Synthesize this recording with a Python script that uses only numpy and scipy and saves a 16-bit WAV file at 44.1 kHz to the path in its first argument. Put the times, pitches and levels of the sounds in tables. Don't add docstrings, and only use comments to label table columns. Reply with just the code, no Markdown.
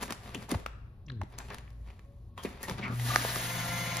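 import sys
import numpy as np
from scipy import signal
from scipy.fft import rfft, irfft, next_fast_len
from scipy.io import wavfile

SR = 44100
rng = np.random.default_rng(int(sys.argv[2]) if len(sys.argv) > 2 else 0)


def wrap_up_sound(samples):
    columns = np.atleast_2d(samples).T
    tamed = np.clip(columns, -1, 1)
    steps = np.round(tamed * 32767).astype(np.int16)
    wavfile.write(sys.argv[1], SR, steps)


N = 176400
T = np.arange(N) / SR


def amp(db):
    return 10 ** (np.asarray(db) / 20)


def unit(x):
    return x / np.sqrt(np.mean(x ** 2) + 1e-20)


def read(points, hz):
    freqs, values = np.transpose(points)
    return np.interp(np.log(hz + 1), np.log(freqs + 1), values)


def fader(rows, column=1):
    rows = np.array(rows)
    end_db = rows[-1, column] if rows[-1, 0] > 3.5 else -120
    return amp(np.interp(T, rows[:, 0], rows[:, column], left=-120, right=end_db))


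def add(mix, start, sound):
    part = mix[..., max(round(start * SR), 0):][..., :sound.shape[-1]]
    part += sound[..., :part.shape[-1]]


def colour(x, eq):
    size = next_fast_len(x.shape[-1] + 4096)
    log_gain = np.log(amp(read(eq, abs(np.fft.fftfreq(size, 1 / SR)))))
    response = np.exp(np.conj(signal.hilbert(log_gain)))[:size // 2 + 1]
    return irfft(rfft(x, size) * response, size)[..., :x.shape[-1]]


def stereo(pair):
    # (frequency [Hz], left-right likeness [0-1])
    image = [(50,0.98),(300,1),(800,0.97),(1100,0.93),(1500,0.21),(1900,1),(3000,0.7),(4800,0.5),(7000,0.99),(8500,1),(15000,1)]
    size = pair.shape[1]
    likeness = read(image, np.fft.rfftfreq(size, 1 / SR))
    mid = rfft(pair[0]) * np.sqrt((1 + likeness) / 2)
    side = rfft(pair[1]) * np.sqrt((1 - likeness) / 2)
    return irfft(np.array([mid + side, mid - side]), size)


def noise(size=N):
    return rng.standard_normal((2, size))


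def band(hz, width, size=N):
    detune = (np.fft.rfftfreq(size, 1 / SR) - hz) / (width / 2)
    return unit(stereo(irfft(rfft(noise(size)) / (1 + detune ** 2), size)))


def wander(hz):
    lowpass = np.exp(-(np.fft.rfftfreq(N, 1 / SR) / hz) ** 2)
    return unit(irfft(rfft(rng.standard_normal(N)) * lowpass, N))


def echoes(x, spread_s=0.012, echo_db=-10.5):
    out = x.copy()
    for delay, sign in zip(rng.uniform(0.0005, spread_s, size=5), rng.choice([-1, 1], size=5)):
        add(out, delay, sign * amp(echo_db) * np.exp(-delay / spread_s) * x)
    return out


def room(x, wet_db):
    # (frequency [Hz], T60 [s])
    t60 = [(100,0.098),(500,0.64),(2000,0.81),(6000,0.55),(14000,0.18)]
    reflections = noise(SR) * (rng.random((2, SR)) < 0.08) * (T[:SR] > 0.003)
    hz, t, bands = signal.stft(reflections, SR, nperseg=256)
    tail = signal.istft(bands * amp(-60 * t / read(t60, hz)[:, None]), SR, nperseg=256)[1]
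    return x + amp(wet_db) * signal.fftconvolve(x, tail / np.linalg.norm(tail[0]), axes=1)[:, :N]


def workshop():
    # (frequency [Hz], gain [dB])
    vent_eq = [(20,-13.5),(38,-11),(58,-7.5),(85,-2.5),(125,-8.5),(200,-17.5),(300,-23),(500,-29),(1000,-35.5),(2000,-50),(4000,-47),(7000,-62.5),(12500,-47.5),(15000,-56)]
    # (centre [Hz], width [Hz], level [dB])
    drones = [(55.7,7.2,-52.5),(118.6,2.8,-58.5),(564.3,3.6,-82.5),(1103,30,-79)]
    ventilation = amp(-53) * unit(colour(stereo(noise()), vent_eq))
    return ventilation + sum(amp(db) * band(hz, width) for hz, width, db in drones)


def pump(hum_hz=119.8, vane_hz=172.65, vane_roughness=0.42):
    # (time [s], level [dB])
    hum_fade = [(2.75, -55), (2.766, -52.5), (3.0, -34.5), (3.104, -35), (3.152, -42), (3.582, -45.5),
                (3.634, -44), (4.0, -45)]
    # (harmonic [n], gain [dB])
    hum_partials = [(1,2),(2,-19.5),(3,-33)]
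    # (harmonic [n], level [dB])
    vane_partials = [(1,-48.5),(3,-55.5),(4,-52),(5,-56.5),(6,-51.5),(8,-51),(11,-62),(12,-48.5),(13,-52.5),(14,-56.5),(15,-68),(17,-55.5),(20,-56.5),(24,-65),(25,-64),(37,-53)]
    # (time [s], gain [dB])
    load_fade = [(3.0,-38),(3.25,-11.5),(3.5,-0.5),(3.75,3),(4,2)]
    # (time [s], level [dB])
    exhaust_fade = [(3.3,-60),(3.7,-52),(4,-44.5)]
    # (time [s], level [dB])
    shudder_fade = [(2.78,-56),(2.92,-42.5),(3.03,-60)]
    motor_phase = 2 * np.pi * np.cumsum(hum_hz * (1 + 0.0008 * wander(12))) / SR
    hum = fader(hum_fade) * sum(amp(db) * np.sin(k * motor_phase) for k, db in hum_partials)
    vane_phase = 2 * np.pi * np.cumsum(vane_hz * (1 + 0.00114 * wander(9.4))) / SR
    whine = np.zeros((2, N))
    for k, db in vane_partials:
        offset = rng.uniform(0, 2 * np.pi) + rng.standard_normal((2, 1)) * min(k / 4, 1)
        whine += amp(db) * (1 + vane_roughness * wander(35)) * np.sin(k * vane_phase + offset)
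    puffs = 1 + 0.7 * np.cos(vane_phase)
    exhaust = fader(exhaust_fade) * unit(band(hz=2230, width=250) * puffs)
    shudder = fader(shudder_fade) * band(hz=171, width=240)
    return np.sqrt(2) * (hum + fader(load_fade) * whine) + exhaust + shudder


def air(flutter_db=0.94):
    # (time [s], body level [dB], treble level [dB])
    suction = [(2.86,-63,-78),(2.95,-52.5,-48.5),(3.03,-42.5,-40.5),(3.1,-35.5,-36.5),(3.2,-35,-36.5),(3.36,-37,-35),(3.5,-38,-37),(3.75,-37.5,-40),(4,-38.5,-41.5)]
    # (frequency [Hz], gain [dB])
    body_eq = [(60,-27.5),(130,-10.5),(250,-8),(450,-16),(650,-9.5),(1000,-12),(1500,-10),(1800,-6.5),(2300,-14.5),(2700,-13),(4000,-12.5),(6600,-18.5),(8000,-25.5),(11000,-62)]
    # (frequency [Hz], gain [dB])
    treble_eq = [(50,-59),(2500,-15.5),(4000,-9),(6500,-4),(9000,2),(10500,4.5),(13000,7),(14300,1),(16000,-4.5)]
    # (pitch [Hz], width [Hz], level [dB])
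    whistles = [(1210,14,-47),(1480,9.8,-46),(1860,110,-58)]
    # (time [s], gain [dB])
    swells = [(3.05,-42),(3.15,4),(3.35,-23),(3.55,-5),(4,-28)]
    rush = np.zeros((2, N))
    for column, eq in enumerate((body_eq, treble_eq), start=1):
        hiss = unit(colour(echoes(stereo(noise())), eq))
        rush += hiss * amp(flutter_db * wander(hz=40)) * fader(suction, column)
    return rush + fader(swells) * sum(amp(db) * band(hz, width) for hz, width, db in whistles)


def crinkles(per_second=1500, spread_db=3.5):
    sizes = amp(spread_db * np.minimum(rng.exponential(1, N), 4))
    clicks = sizes * (rng.random(N) < per_second / SR) * noise()
    return echoes(stereo(unit(clicks) + 1.01 * noise()))


def rustle(body_db=-1, treble_db=4.5):
    # (time [s], body level [dB], treble level [dB])
    foil_handled = [(0.0, -47.5, -63.5), (0.028, -34, -43.5), (0.07, -50.5, -58), (0.112, -41, -67),
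                    (0.128, -45, -63), (0.138, -56.5, -67), (0.21, -55.5, -67), (0.256, -48, -59.5),
                    (0.336, -48, -66), (0.348, -39.5, -53), (0.366, -53.5, -65.5), (0.436, -46, -60.5),
                    (0.476, -60, -73), (0.518, -29.5, -41), (0.536, -47, -62), (0.548, -34.5, -56),
                    (0.558, -47, -61), (0.645, -60, -73)]
    bag_slid = [(1.25, -87, -90), (1.326, -58, -69.5), (1.34, -51.5, -80), (1.372, -59, -83),
                (1.386, -51, -72), (1.398, -48, -73), (1.478, -57.5, -68), (1.506, -43, -73),
                (1.532, -48, -63), (1.544, -44.5, -63), (1.568, -54.5, -74), (1.588, -54, -71),
                (1.602, -57.5, -78), (1.802, -78, -80), (1.884, -57.5, -75.5), (2.152, -80, -85.5),
                (2.3, -104, -85)]
    film_laid = [(2.35, -89, -99), (2.383, -46, -59.5), (2.42, -56, -67), (2.44, -50, -48),
                 (2.448, -41, -57), (2.494, -49, -60), (2.592, -53.5, -74), (2.638, -43, -45.5),
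                 (2.67, -48.5, -60), (2.687, -36, -49.5), (2.77, -52, -65.5), (2.791, -35.5, -59),
                 (2.81, -45, -69), (2.848, -43, -65), (2.874, -46.5, -68.5), (2.96, -50.5, -57)]
    # (frequency [Hz], gain [dB])
    body_eq = [(50,-18.5),(150,4),(300,1),(600,0.5),(1100,-1.5),(1500,-3),(1900,-4),(3000,-9),(4500,-11.5),(7000,-22.5),(16000,-65)]
    treble_eq = [(50,-74),(2000,-25),(4500,-1.5),(6800,-2),(9000,-3.5),(11000,1.5),(14000,-4),(16000,-15)]
    # (time [s], length [s], centre [Hz], width [Hz], level [dB])
    rubs = [(1.391,.04,1300,1300,-49),(1.501,0.049,1330,1300,-44),(2.051,0.24,563,9.1,-67),(2.372,0.061,1150,430,-46),(2.631,0.038,1920,330,-41.5),(2.823,0.074,2200,650,-36.5),(2.83,0.043,3700,3000,-49.5),(2.841,0.14,1300,540,-42)]
    grains, moves = crinkles(), (foil_handled, bag_slid, film_laid)
    out = amp(body_db) * unit(colour(grains, body_eq)) * sum(fader(m, column=1) for m in moves)
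    out += amp(treble_db) * unit(colour(grains, treble_eq)) * sum(fader(m, column=2) for m in moves)
    for start, length, hz, width, db in rubs:
        progress = np.arange(0, length, 1 / SR) / length
        stroke = np.sin(np.pi * progress ** 0.4)
        add(out, start, amp(db) * stroke * band(hz, width, size=16384)[:, :len(stroke)])
    return room(out, wet_db=-14.5)


def flexes(roughness=0.27):
    # (time [s], length [s], from [Hz], to [Hz], level [dB], peak at [0-1], rolloff [dB/octave])
    wobbles = [(.355,0.044,302,173,-40.5,0.47,-12),(0.52,0.022,355,148,-22.5,0,-12),(.543,0.0075,900,370,-29,0.9,-15),(0.55,0.027,134,51.7,-28,.25,-14),
               (1.07,0.17,155.5,84.8,-35,.93,-12.5),(2.447,.03,481,199,-34.5,0,-17),(2.699,0.023,347,117,-32,1,-15),(2.742,0.022,150,95,-35,.6,-17),
               (2.79,0.018,249,146,-31,0.4,-10.5),(2.816,0.07,217,186,-41.5,0.1,-17),(2.899,0.02,262,131,-36.5,0.2,-10),(2.925,0.021,255,132,-35.5,0.6,-13)]
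    squeaks = [(3.1,.021,1240,1135,-27,0.3,-16),(3.126,0.022,1097,1255,-34,.75,-18)]
    out = np.zeros((2, N))
    for start, length, from_hz, to_hz, db, peak, rolloff in wobbles + squeaks:
        progress = np.arange(0, length, 1 / SR) / length
        phase = 2 * np.pi * np.cumsum(from_hz * (to_hz / from_hz) ** progress) / SR
        tone = sum(amp(rolloff * np.log2(k)) * np.sin(k * phase) for k in range(1, 5))
        swell = np.interp(progress, [0, np.clip(peak, 0.05, 0.95), 1], [0, 1, 0]) ** 0.5
        add(out, start, amp(db) * swell * tone)
    return room(out * (1 + roughness * wander(130)), wet_db=-14)


def snaps(attack_s=0.0004, crack_decay_s=0.0015, shiver_decay_s=0.018, trim_db=-3.5):
    # (time [s], level [dB], bass [dB], treble [dB])
    creases = [(0.022, -33, -5, -7), (0.028, -36, -8, 4), (0.08, -32.5, -6, -14), (0.106, -23, -10.5, -10),
               (0.108, -28, -6, -12), (0.1232, -21, -18, -10.5), (0.13, -32, -25, -10),
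               (0.259, -32.5, -2, -31), (0.347, -25, -35, -13.5), (0.352, -27.5, 4, -41),
               (0.426, -43, 3, -4), (0.4925, -41.5, -12, 4), (0.515, -26, -5, -3.5), (0.662, -21, -16, -19),
               (1.215, -25.5, -15, -25.5), (1.234, -43, 10, -13), (1.382, -33, -23, -12),
               (1.386, -31.5, -32, -1), (1.403, -29.5, -32, -39), (1.503, -27, -32, -25),
               (1.545, -31, -28, -8), (1.584, -34, -47, -13), (1.704, -50, -11, -9), (1.886, -45, -23, -26),
               (1.903, -35.5, -27, -28), (1.993, -39.5, -22, -21.5), (2.378, -27.5, -30, -24),
               (2.435, -33.5, -14, -5.5), (2.449, -28.5, 11.5, -19), (2.63, -30, -18, 1),
               (2.683, -26, -14, -16), (2.697, -21, -4, -13.5), (2.712, -26, -6, -21),
               (2.782, -32, -25, -18), (2.997, -25, -18, -15), (3.969, -21, -20, -5)]
    flat_bass_db, flat_treble_db = -13.5, -16
    # (frequency [Hz], gain [dB])
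    crack_eq = [(60,-40),(200,9),(500,-2),(1000,2.5),(1500,-4),(1900,1.5),(3500,-5.5),(7000,-10),(11000,-11.5),(16000,-13)]
    # (frequency [Hz], gain [dB])
    shiver_eq = [(1500,0.5),(11000,-7)]
    out, t = np.zeros((2, N)), T[:4096]
    attack = np.minimum(t / attack_s, 1)
    for start, db, bass_db, treble_db in creases:
        burst = unit(colour(stereo(noise(len(t))), crack_eq)) * attack
        crack = burst * np.exp(-t / crack_decay_s)
        shiver = amp(-20.5) * colour(burst, shiver_eq) * np.exp(-t / shiver_decay_s)
        tilt = [(300, bass_db - flat_bass_db), (900, 0.0075), (2500, 0),
                (8000, treble_db - flat_treble_db)]
        add(out, start, amp(db + trim_db) * colour(crack + shiver, tilt))
    return room(out, wet_db=-13)


def pops():
    # (time [s], level [dB], pitch [Hz], width [Hz], ring time [s])
    dents = [(.092,-41,1750,600,0.0084),(.346,-40.5,2960,590,0.01),(.487,-43.5,910,487,0.0066),(.543,-34,820,597,0.0045),(.6615,-28.5,1010,1100,0.0024),(1.063,-59.5,5850,1530,0.0038),(1.082,-50,2650,1830,0.0056),(1.099,-41.5,3870,710,0.0027),(1.1,-39.5,1650,606,0.0028),(1.119,-48,3800,2500,0.00099),(1.213,-36,920,400,0.0057),(1.386,-43,6300,900,0.0023),(1.584,-43,2000,2000,0.0017),(1.677,-52.5,1790,2020,0.0027),(2.379,-53.5,3230,402,0.044),(2.45,-42,2200,800,0.012)]
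    out, t = np.zeros((2, N)), T[:4096]
    for start, db, hz, width, ring_s in dents:
        envelope = 2 * t / ring_s * np.exp(1 - 2 * t / ring_s)
        ring = unit(band(hz, width, size=len(t)) * envelope)
        add(out, start, amp(db) * ring * np.sqrt(np.mean(envelope ** 2)))
    return room(out, wet_db=-14)


def jaw(pitch_sag=0.38, attack_s=0.00043):
    # (time [s], level [dB], starting pitch [Hz], decay [s], relative tick level [dB])
    knocks = [(3.1600,-3.5,1990,0.00037,-6),(3.1606,-19.5,696,0.00096,-13),(3.2496,-16.5,750,0.00075,-26),(3.359,-22.5,1470,0.0015,-2),(3.365,-26.5,433,0.0016,-27)]
    out, t = np.zeros((2, N)), T[:2048]
    for start, db, hz, decay, tick_db in knocks:
        pitch = hz * (1 - pitch_sag * (1 - np.exp(-t / (2 * decay))))
        fade = np.exp(-t / decay)
        envelope = (1 - np.exp(-(t / attack_s) ** 2)) * fade
        thud = envelope / envelope.max() * np.sin(2 * np.pi * np.cumsum(pitch) / SR)
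        tick = amp(tick_db) * stereo(noise(len(t))) * fade
        add(out, start, amp(db) * (thud + tick))
    return room(out, wet_db=-16.5)


def scene():
    return workshop() + snaps() + pops() + flexes() + rustle() + jaw() + pump() + air()


def record(dry, cutoff_hz=15750):
    # (frequency [Hz], left over right [dB])
    balance = [(300,1.25),(650,2.5),(1500,0.5),(2100,2),(4500,4),(6800,1.5),(8000,0)]
    # (frequency [Hz], left lead [rad])
    left_lead = [(50,0),(1100,.5),(1450,2.5),(1800,0),(3500,0.71),(5100,1),(5700,-1.3),(6600,-1.37),(8000,-3),(10000,-4.5),(11200,-7.5),(12900,-8.5),(15000,-8)]
    # (frequency [Hz], gain [dB])
    mic_eq = [(20,2),(5000,-2),(7000,-1),(7600,2),(8100,-8.5),(8650,-9),(9200,3),(10500,-6),(12000,-6),(14300,-4),(15300,-15),(16000,-12)]
    hz = np.fft.rfftfreq(2 * N, 1 / SR)
    left = amp(read(balance, hz) / 2)
    right = np.exp(-1j * read(left_lead, hz)) / left
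    pair = irfft(rfft(dry, 2 * N) * np.array([left, right]))[:, :N]
    lowpass = signal.firwin(511, cutoff_hz, window=("kaiser", 9), fs=SR)
    return signal.oaconvolve(colour(pair, mic_eq), lowpass[None], "same")


dry = scene()
out = record(dry)
wrap_up_sound(out)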